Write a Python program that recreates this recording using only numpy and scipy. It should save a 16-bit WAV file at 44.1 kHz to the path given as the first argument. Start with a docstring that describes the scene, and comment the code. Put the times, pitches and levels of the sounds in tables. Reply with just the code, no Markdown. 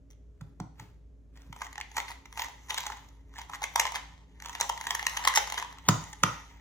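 """A deep machine hum and dark air noise come first; then a hollow plastic puzzle cube is set on a mat.
It is picked up and turned fast, then dropped twice. Contacts and sliding grains ring its hollow pieces;
mat landings ring the table as decaying sines, with filtered-noise brushing and dry slaps above.
A small room answers with noise tails. A phone with two microphone ports lies close by, the left one nearer."""
import sys
import numpy as np
from scipy import signal
from scipy.fft import rfft, irfft
from scipy.io import wavfile
from scipy.ndimage import uniform_filter1d, map_coordinates

SR = 44100
rng = np.random.default_rng(int(sys.argv[2]) if len(sys.argv) > 2 else 0)


def to_wav(sig):
    """Store sig (one row per channel, or 1-D mono) as 16-bit WAV at the path in sys.argv[1].

    Samples outside -1..1 are clipped; the rate is SR.
    """
    pcm = np.clip(np.atleast_2d(sig), -1, 1) * 32767
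    pcm = np.round(pcm).astype(np.int16)
    wavfile.write(sys.argv[1], SR, pcm.T)  # frames by channels


def volts(x):
    """Linear amplitude factor 10**(x/20) for a level x in dB, scalar or array-like."""
    e = np.asarray(x, float) / 20
    return 10 ** e


N = 291439  # samples

# Levels in the tables are relative, ahead of the room and the final tone colour, unless marked rms or peak.
# wavering bands of the machine hum: centre_hz, width_hz (of the first of two resonances), level_db (rms)
HUM_BANDS = [(52.7, 25, -61.5), (274.9, 7.8, -71), (417.6, 7, -77.5)]
# centre and rms level of the motor note; size of its random pitch waver before smoothing
MOTOR_HZ, MOTOR_DB, WAVER_HZ = 56.5, -55, 1.65
# faint drifting tone: time_s, pitch_hz, level_db (rms)
FAINT_TONE = [(2.901, 150.8, -76.5), (3.802, 162, -69), (4.499, 168, -69), (6.61, 166.6, -67.5)]
# spectrum of the air noise: frequency_hz, level_db
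AIR_SPECTRUM = [(37, -18.5), (59, -20.5), (82, -10), (206, -20), (270, -21.5), (363, -25.5), (620, -29.5),
                (734, -40.5), (4500, -56.5), (6500, -56), (8500, -58.5), (16000, -64)]
AIR_DB = -64  # rms, before the side part is turned down
# decay of the room in bands: centre_hz, t60_s, side_share (0-1)
ROOM_BANDS = [(121, 0.41, 0.2), (514, 0.4, 1), (1660, 0.14, 0), (3860, 0.55, 0.8), (10000, 0.31, 0.1)]
ROOM_DB, PLACE_S = -9, 0.03  # gain of the tails; time for the cube to reach another place
# resonances of the table: pitch_hz, level_db, t60_s
TABLE_MODES = [(111.5, 1, 0.29), (150.7, 1, 0.24), (184.5, 2, 0.15), (228, -4.5, 0.091), (261, -3, 0.15),
               (315.4, -8.5, 0.27), (368, -8.5, 0.17), (439, -5, 0.081), (544, -2, 0.19)]
# cube and hands landing on the mat: start_s (of the push, a little ahead of the heard boom), push_db,
# push_length_s, mode_tilt_db (per octave)
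LANDINGS = [(0.404, -32.5, 0.0066, 6.5), (0.595, -33, 0.0034, 4), (0.791, -48, 0.0043, -18),
            (0.81, -47.5, 0.0029, 1.5), (1.486, -43, 0.004, 0.5), (5.88, -17, 0.0032, 0.5),
            (6.227, -26, 0.0029, 2.5)]
# hands and cube brushing over the mat: peak_s, level_db, swell_db_per_s, fade_db_per_s
RUSTLES = [(0.42, -74, 297.5, 77), (0.801, -55.5, 600, 173), (1.365, -62, 500, 74)]
# spectrum of the brushing: frequency_hz, level_db
RUSTLE_SPECTRUM = [(400, -4.5), (1000, -3), (2500, -6), (4500, -11), (6300, -17.5), (16000, -12)]
# a flat face of the cube slapping the mat: start_s, level_db (peak), pitch_hz
SLAPS = [(0.41, -46, 1370), (0.601, -32, 830), (5.8887, -9.5, 1173), (6.236, -8.5, 1210)]
# bands of a slap: centre (multiple of the pitch), width (multiple of the pitch), level_db
SLAP_BANDS = [(.55, 0.52, 3), (1., 0.19, 21), (2.1, 0.56, -19)]
SLAP_T60_S = 0.025  # decay of the crackle ahead of its resonances
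# scrapes of layers and fingers; the last two rows are the grainy dying-away after the two drops:
# peak_s, level_db, edge_db (relative to it), swell_db_per_s, fade_db_per_s
SCRAPES = [(1.626, -58, -2, 176, 150), (1.983, -45.5, -2.5, 334, 335), (2.097, -52, -6.5, 326, 212.5),
           (2.4, -48, -3, 233, 109.5), (2.703, -52, -1, 410, 60.5), (2.788, -53, -3.5, 97, 100.5),
           (2.899, -54, -37, 107, 72), (3.393, -50.5, -9, 250, 199.5), (3.545, -53, -3, 249.5, 379),
           (3.634, -54.5, -4, 372, 136.5), (3.804, -44.5, -3.5, 243, 206.5),
           (3.961, -43.5, -10.5, 432.5, 598.5), (4.001, -58.5, -95.5, 297, 46.5),
           (4.471, -52, -7, 213, 50.5), (4.613, -50, -8, 264.5, 48.5), (4.909, -47.5, -6, 54.5, 26),
           (5.284, -42, -7.5, 61.5, 70), (5.362, -47, 14, 1500, 326.5), (5.592, -48.5, -11, 152.5, 269.5),
           (5.65, -61, -24, 99.5, 37.5), (5.9, -46, -6, 325, 63), (6.25, -47.5, -11.5, 390, 52)]
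# clearest snaps and knocks of the pieces: start_s, cavity_db, wall_db, edge_db
SNAPS = [(0.105, -76, -65, -60), (0.1112, -83, -75, -57), (0.121, -83, -68, -62.5), (0.132, -83, -69, -67),
         (0.413, -53.5, -74, -54), (0.6024, -48, -73, -47), (0.799, -44.5, -48.5, -56),
         (1.358, -81, -61, -82), (1.375, -64, -54.5, -70), (1.42, -75, -79, -57.5),
         (1.529, -43.5, -43.5, -52), (1.5642, -45, -59, -53), (1.609, -45, -52, -60), (1.62, -30, -42, -48),
         (1.73, -54, -44.5, -51), (1.758, -48, -40, -71), (1.781, -37.5, -35.5, -69),
         (1.803, -41, -47, -47), (1.813, -59, -31, -68), (1.917, -52, -49.5, -53.5),
         (1.9693, -29.5, -30.5, -35.5), (1.9797, -31.5, -49, -52), (2.003, -40.5, -30, -52),
         (2.083, -51, -40, -59), (2.2582, -51, -46, -53), (2.328, -51, -47, -50), (2.376, -40, -36.5, -41),
         (2.3958, -29.5, -30, -51), (2.4208, -38, -29, -45), (2.4389, -67, -39, -58.5),
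         (2.707, -37, -25, -43), (2.7449, -35, -31.5, -41), (2.779, -41, -28, -35), (2.7836, -37, -29, -32),
         (2.807, -68, -82, -35), (2.8676, -31.5, -36.5, -33.5), (2.902, -33.5, -72, -49),
         (2.922, -62, -37, -55), (2.931, -49, -67, -60), (3.089, -78, -75, -55.5), (3.3399, -53, -66, -63),
         (3.36, -68.5, -45.5, -55.5), (3.3882, -37, -53, -48.5), (3.4172, -65, -42, -49),
         (3.4984, -39, -60, -53), (3.5364, -35, -51, -73), (3.621, -32, -45, -50), (3.633, -61, -53, -39),
         (3.6409, -32, -26, -31.5), (3.76, -21, -27, -22.5), (3.7805, -30, -50.5, -40),
         (3.799, -22, -18, -18.5), (3.8546, -27, -30, -57), (3.8683, -37, -31.5, -44.5),
         (3.8763, -39.5, -32, -54), (3.922, -37, -45, -39), (3.9583, -40, -27.5, -57.5),
         (3.97, -57, -44, -54), (4.4026, -71, -45.5, -54), (4.4239, -45, -42.5, -46),
         (4.4605, -42, -41, -39), (4.4962, -41, -41, -44), (4.5522, -37, -33, -47),
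         (4.603, -32, -38, -32.5), (4.6117, -27.5, -33, -19.5), (4.6178, -34, -29, -59),
         (4.6288, -34, -55, -40), (4.6433, -41, -57, -58), (4.695, -36, -53, -27), (4.6985, -24, -36, -33),
         (4.7773, -70, -36, -49.5), (4.8128, -37.5, -33, -43), (4.8702, -32, -28.5, -39),
         (4.9082, -28.5, -24.5, -30), (4.9511, -33, -27, -28.5), (4.9956, -66, -27, -65),
         (5.029, -37, -33.5, -45), (5.0683, -29, -20.5, -24), (5.097, -45.5, -57, -37),
         (5.169, -43, -38, -39), (5.1728, -33, -24.5, -38.5), (5.2057, -43, -53, -55),
         (5.2407, -63, -31, -67), (5.2519, -31.5, -25, -35), (5.276, -16.5, -16, -21),
         (5.2849, -32, -28, -27), (5.34, -57, -27.5, -43.5), (5.359, -52, -36, -19.5),
         (5.3636, -51, -25, -25), (5.3754, -19, -16.5, -24.5), (5.3877, -35, -40.5, -49),
         (5.4753, -34.5, -39, -60), (5.5016, -41, -36, -35), (5.524, -34.5, -30.5, -35.5),
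         (5.544, -47, -33.5, -45), (5.5795, -37, -26, -64), (5.5896, -46, -52, -36),
         (5.728, -48.5, -47, -56), (5.7862, -47.5, -48, -79), (5.8888, -19.5, -31, -14.5),
         (5.896, -48, -41, -29), (6.041, -51, -50, -45), (6.132, -46.5, -41.5, -42),
         (6.236, -27.5, -38, -19.5)]
# stretch in which loose pieces can tick: start_s, end_s
IN_HAND_S = (1.5, 5.8)
# ticks against the scrape: level, spread of sizes, spread over the parts, spread down the swell and fade
TICK_DB, TICK_SIZE_DB, TICK_PART_DB, TICK_REACH_DB = -2.5, 6.5, 4, 5
TICKS_PER_SCRAPE = 26
# resonances of the hollow inside the cube: centre_hz, width_hz, level_db
CAVITY = [(460, 470, -1.5), (827, 13, 4.5), (918.5, 54, 21.5), (993, 98, 14.5), (1142.3, 290, 11.5),
          (1415, 630, 0.5)]
# resonances of the plastic walls: centre_hz, width_hz, level_db
WALL = [(1885, 23, 3.5), (1965, 305, 8.5), (2956, 670, -0.5)]
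# resonances of the edges: centre_hz, width_hz, level_db
EDGE = [(3420, 510, 26), (4140, 3200, 14.5), (5970, 1040, 27.8), (6640, 1160, 15.9)]
# sheen above the edge resonances: centre_hz, width_hz, level_db
SHEEN = [(10290, 2100, -3.5), (14700, 1900, 0)]
# random spread of mode pitch (fraction) and level at each blow; drift of shares, before smoothing
DETUNE, SPOT_DB, DRIFT_DB = 0.04, 4, 4
# what the small body radiates, little of it bass: frequency_hz, gain_db
RADIATED = [(250, -27), (430, -8.5), (620, -7.5), (800, -0.5), (16000, -4)]
# extra path to the right port as the cube moves: time_s, lag_s (before a small wobble)
PORT_LAG = [(0, 0.00014), (5.7, 0.00019), (5.85, 0.000075), (6.61, 0.00017)]
TABLE_RIGHT_DB, CUBE_RIGHT_DB = 2, 1.32  # how much louder the right port takes them directly
# tone colour of the whole sound, a lift near 6.5 kHz, narrow dips near 9 and 13 kHz and a falling top:
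# frequency_hz, gain_db
TONE_COLOUR = [(4800, 1), (6500, 4), (8300, -1), (8700, -14.5), (9300, -8), (9800, -1), (12400, -1.5),
               (12900, -28.5), (13600, -14.5), (14200, -0.5), (16000, -10), (17000, -38)]


def level(x, db):
    """Scale to an rms level."""
    return x * volts(db) / np.sqrt(np.mean(x ** 2))


def ring(x, hz, width_hz):
    """Two-pole resonance, gain 1 at the centre."""
    return signal.lfilter(*signal.iirpeak(hz, hz / width_hz, fs=SR), x)


def colour(x, points):
    """Shape a sound by (frequency_hz, gain_db) points, joined on a log frequency axis."""
    hz, db = np.transpose(points)
    f = np.maximum(np.arange(N // 2 + 1) * SR / N, 1)
    return irfft(rfft(x) * volts(np.interp(np.log(f), np.log(hz), db)), N)


def add(track, s, sound):
    """Mix a sound in at a time."""
    i = int(s * SR)
    track[i:i + len(sound)] += sound[:len(track) - i]


def decay(t, t60):
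    """Exponential fall of 60 dB in t60 seconds."""
    return np.exp(-np.log(1000) * t / t60)


def wander(hold, smooth):
    """Slow random curve: held random values, smoothed; both lengths in samples."""
    return uniform_filter1d(np.repeat(rng.standard_normal(N // hold + 1), hold), smooth)[:N]


def rough_grains(spread_db, limit):
    """Friction noise of mostly small catches with rare large ones."""
    return rng.standard_normal(N) * volts(spread_db * np.minimum(rng.exponential(size=N), limit))


def swell_and_fade(s, db, swell, fade):
    """Gain of each stroke, rising to its peak and falling at steady rates in dB per second."""
    t = np.arange(N) / SR
    return volts(db - np.where(t < s, swell * (s - t), fade * (t - s)))


def background():
    """An unsteady motor note, wavering hum bands and a faint drifting tone over a dark air noise."""
    t = np.arange(N) / SR
    hum = 0
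    for hz, width, db in HUM_BANDS:
        band = ring(ring(rng.standard_normal(N), hz, width), hz, 2 * width)
        hum = hum + level(band, db)
    motor_hz = MOTOR_HZ + WAVER_HZ * wander(4000, 4000)
    motor = level(np.sin(2 * np.pi * np.cumsum(motor_hz) / SR), MOTOR_DB)
    s, hz, db = np.transpose(FAINT_TONE)
    tone_phase = 2 * np.pi * np.cumsum(np.interp(t, s, hz)) / SR
    tone = np.sqrt(2) * volts(np.interp(t, s, db)) * np.sin(tone_phase)
    mid, side = level(colour(rng.standard_normal((2, N)), AIR_SPECTRUM), AIR_DB)
    return hum + motor + tone + mid + 0.55 * side * np.array([[1], [-1]])


def room(x):
    """Diffuse two-port noise tails, each band with its own decay and width; four places take turns."""
    t = np.arange(int(0.8 * SR)) / SR
    places = 4
    turn = np.arange(N) / SR / PLACE_S
    out = 0
    for k in range(places):
        tail = 0
        for hz, t60, apart in ROOM_BANDS:
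            mid, side = ring(rng.standard_normal((2, len(t))), hz, 1.5 * hz)
            ports = mid + apart * side * np.array([[1], [-1]])
            tail = tail + ports * np.sqrt(1000 / hz) * decay(t, t60)
        tail = tail * np.clip(t / 0.0016, 0, 1)  # soft onset
        tail = tail / np.sqrt(np.sum(tail[0] ** 2))
        # fade from place to place, round and round
        away = np.abs((turn - k + places / 2) % places - places / 2)
        here = x * np.cos(np.pi / 2 * np.minimum(away, 1))
        out = out + signal.fftconvolve(here[None], tail, axes=1)[:, :N]
    return out


def table():
    """A soft push through the mat rings the low table modes, which take a few ms to build up."""
    out, t = np.zeros(N), np.arange(SR // 2) / SR
    for s, db, length, tilt_db in LANDINGS:
        bump = np.hanning(max(int(length * SR), 8))
        modes = 0
        for k, (hz, mode_db, t60) in enumerate(TABLE_MODES):
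            swing = (-1) ** k * volts(mode_db + tilt_db * np.log2(hz / 150))  # neighbours swing oppositely
            modes = modes + swing * np.sin(2 * np.pi * hz * t) * decay(t, t60)
        add(out, s, volts(db) * np.convolve(modes, bump / bump.sum()))
    # below its first mode the board hardly moves air
    return signal.sosfilt(signal.butter(4, 90, "high", fs=SR, output="sos"), out) * volts(-4.5)


def rustles():
    """Broad, grainy brushing of hands and cube over the mat, swelling and fading."""
    gain = swell_and_fade(*np.array(RUSTLES).T[:, :, None]).sum(axis=0)
    brushing = level(colour(rough_grains(3.6, 5), RUSTLE_SPECTRUM), 0)
    return brushing * volts(2.6 * wander(300, 150)) * gain


def slaps():
    """A dry, broad crack of squeezed air and mat under the cube: one firm contact and a short crackle."""
    t = np.arange(2000) / SR
    out = np.zeros(N)
    for s, db, hz in SLAPS:
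        push = 0.14 * rng.standard_normal(len(t)) * decay(t, SLAP_T60_S)
        push[0] = 1
        crack = sum(volts(band_db) * ring(push, hz * k, hz * w) for k, w, band_db in SLAP_BANDS)
        add(out, s, volts(db) * crack / np.abs(crack).max())
    return out


def scrapes():
    """Overlapping grainy strokes add in power, giving gains of the hollow body and of the edges."""
    s, db, edge_db, swell, fade = np.array(SCRAPES).T[:, :, None]
    power = swell_and_fade(s, db, swell, fade) ** 2
    return np.sqrt(power.sum(axis=0)), np.sqrt((power * volts(edge_db) ** 2).sum(axis=0))


def ticks(rub, edge_rub):
    """Loose pieces tick at random while a layer scrapes; gives times and gains of the three parts."""
    s, _, _, swell, fade = np.array(SCRAPES).T[:, :, None]
    reach_db = TICK_REACH_DB * rng.standard_normal((len(s), TICKS_PER_SCRAPE))
    tick_s = (s + reach_db / np.where(reach_db < 0, swell, fade)).ravel()
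    tick_s = tick_s[(tick_s > IN_HAND_S[0]) & (tick_s < IN_HAND_S[1])]
    at = (tick_s * SR).astype(int)
    size_db = TICK_SIZE_DB * rng.standard_normal((len(at), 1))
    part_db = TICK_PART_DB * rng.standard_normal((len(at), 3))
    scrape_gain = np.array([rub[at], rub[at], edge_rub[at]]).T
    return tick_s, volts(TICK_DB + size_db + part_db) * scrape_gain


def chatter(count, rise_s, decay_s, lead, size=1200):
    """Each snap is a cluster of tiny contacts that builds up to the main one and dies in a few ms."""
    t = (np.arange(size) - lead) / SR
    t = t * volts(2 * rng.standard_normal((count, 1)))  # some snaps are crisp, some drawn out
    shape = np.exp(np.where(t < 0, t / rise_s, -t / decay_s))
    sizes = volts(1.7 * rng.exponential(size=(count, size)) - 16.5)
    contacts = rng.standard_normal((count, size)) * sizes
    contacts[:, lead] = volts(-8)  # the main contact
    return contacts * shape


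def struck(modes, push):
    """Each blow rings the modes a little detuned and unevenly, as the pieces sit differently every time."""
    hz, width, db = np.transpose(modes)[:, None, :, None]
    chance = rng.standard_normal((len(push), 2, len(modes), 1))
    hz = hz * (1 + DETUNE * chance[:, 0])
    size = 4096
    f = np.arange(size // 2 + 1) * SR / size
    damping = 1j * f * width
    resonance = damping / (hz ** 2 - f ** 2 + damping)
    answer = np.sum(volts(db + SPOT_DB * chance[:, 1]) * resonance, axis=1)
    return irfft(rfft(push, size) * answer, size)


def body(modes, push):
    """Sum of the resonances under sliding; their shares drift as the pieces slide."""
    return sum(volts(db + DRIFT_DB * wander(1500, 1500)) * ring(push, hz, w) for hz, w, db in modes)


def cube():
    """Snaps, loose ticks and stick-slip grains excite cavity, wall and edge resonances and their sheen."""
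    rub, edge_rub = scrapes()
    grains = rough_grains(4.2, 6) * volts(2.4 * wander(200, 100))  # in patches of a few ms
    tick_s, tick_gains = ticks(rub, edge_rub)
    snaps = np.array(SNAPS)
    times = np.concatenate([snaps[:, 0], tick_s])
    cavity_gain, wall_gain, edge_gain = np.vstack([volts(snaps[:, 1:]), tick_gains]).T
    # the sheen follows the edges; the mat muffles it once the cube has left the hand
    sheen_gain = volts(np.where(times < IN_HAND_S[1], -4.5, -9.5)) * edge_gain
    lead = 200  # samples ahead of the main contact
    blows = chatter(len(times), 0.0013, 0.0018, lead)
    # cavity and walls feel the main contact more, the edges every small one
    firm = blows + 0.33 * np.eye(1, blows.shape[1], lead)
    parts = [(CAVITY, firm, cavity_gain, volts(-1.0) * rub),
             (WALL, firm, wall_gain, volts(-2.0) * rub),
             (EDGE, blows, edge_gain, edge_rub),
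             (SHEEN, blows, sheen_gain, volts(4.0) * edge_rub)]
    out = np.zeros(N)
    for modes, push, gain, slide in parts:
        rings = struck(modes, push)
        rings = rings * np.sqrt(0.0039 * SR / np.sum(rings ** 2, axis=1, keepdims=True))  # equal energy
        for s, size, sound in zip(times, gain, rings):
            add(out, s - lead / SR - 0.0005, size * sound)
        out = out + level(body(modes, grains), 0) * slide
    return colour(out, RADIATED)


def scene():
    """The cube is nearer the left port, so the right hears it a little later; turning it shifts the lag."""
    near, low = cube() + slaps() + rustles(), table()
    t = np.arange(N) / SR
    lag = np.interp(t, *np.transpose(PORT_LAG)) + 0.00003 * wander(2000, 2000)
    # long waves bend round the phone and arrive closer together
    bass = signal.sosfiltfilt(signal.butter(2, 2600, fs=SR, output="sos"), near)
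    late_bass = map_coordinates(bass, [(t - 0.45 * lag) * SR], order=3)
    late_treble = map_coordinates(near - bass, [(t - lag) * SR], order=3)
    cube_ports = np.array([near, volts(CUBE_RIGHT_DB) * (late_bass + late_treble)])
    table_ports = np.array([low, volts(TABLE_RIGHT_DB) * low])
    return cube_ports + table_ports + volts(ROOM_DB) * room(near + 0.36 * low) + background()


def top_cut(x):
    """Nothing passes above the cut-off."""
    return signal.sosfilt(signal.butter(12, 17020, fs=SR, output="sos"), x)


def record(dry):
    """The sound gets a lift near 6.5 kHz and two narrow treble dips, and the deepest bass is dropped."""
    coloured = colour(dry, TONE_COLOUR)
    heard = signal.sosfilt(signal.butter(4, 45, "high", fs=SR, output="sos"), coloured)
    return top_cut(heard)


dry = scene()
out = record(dry)
to_wav(out)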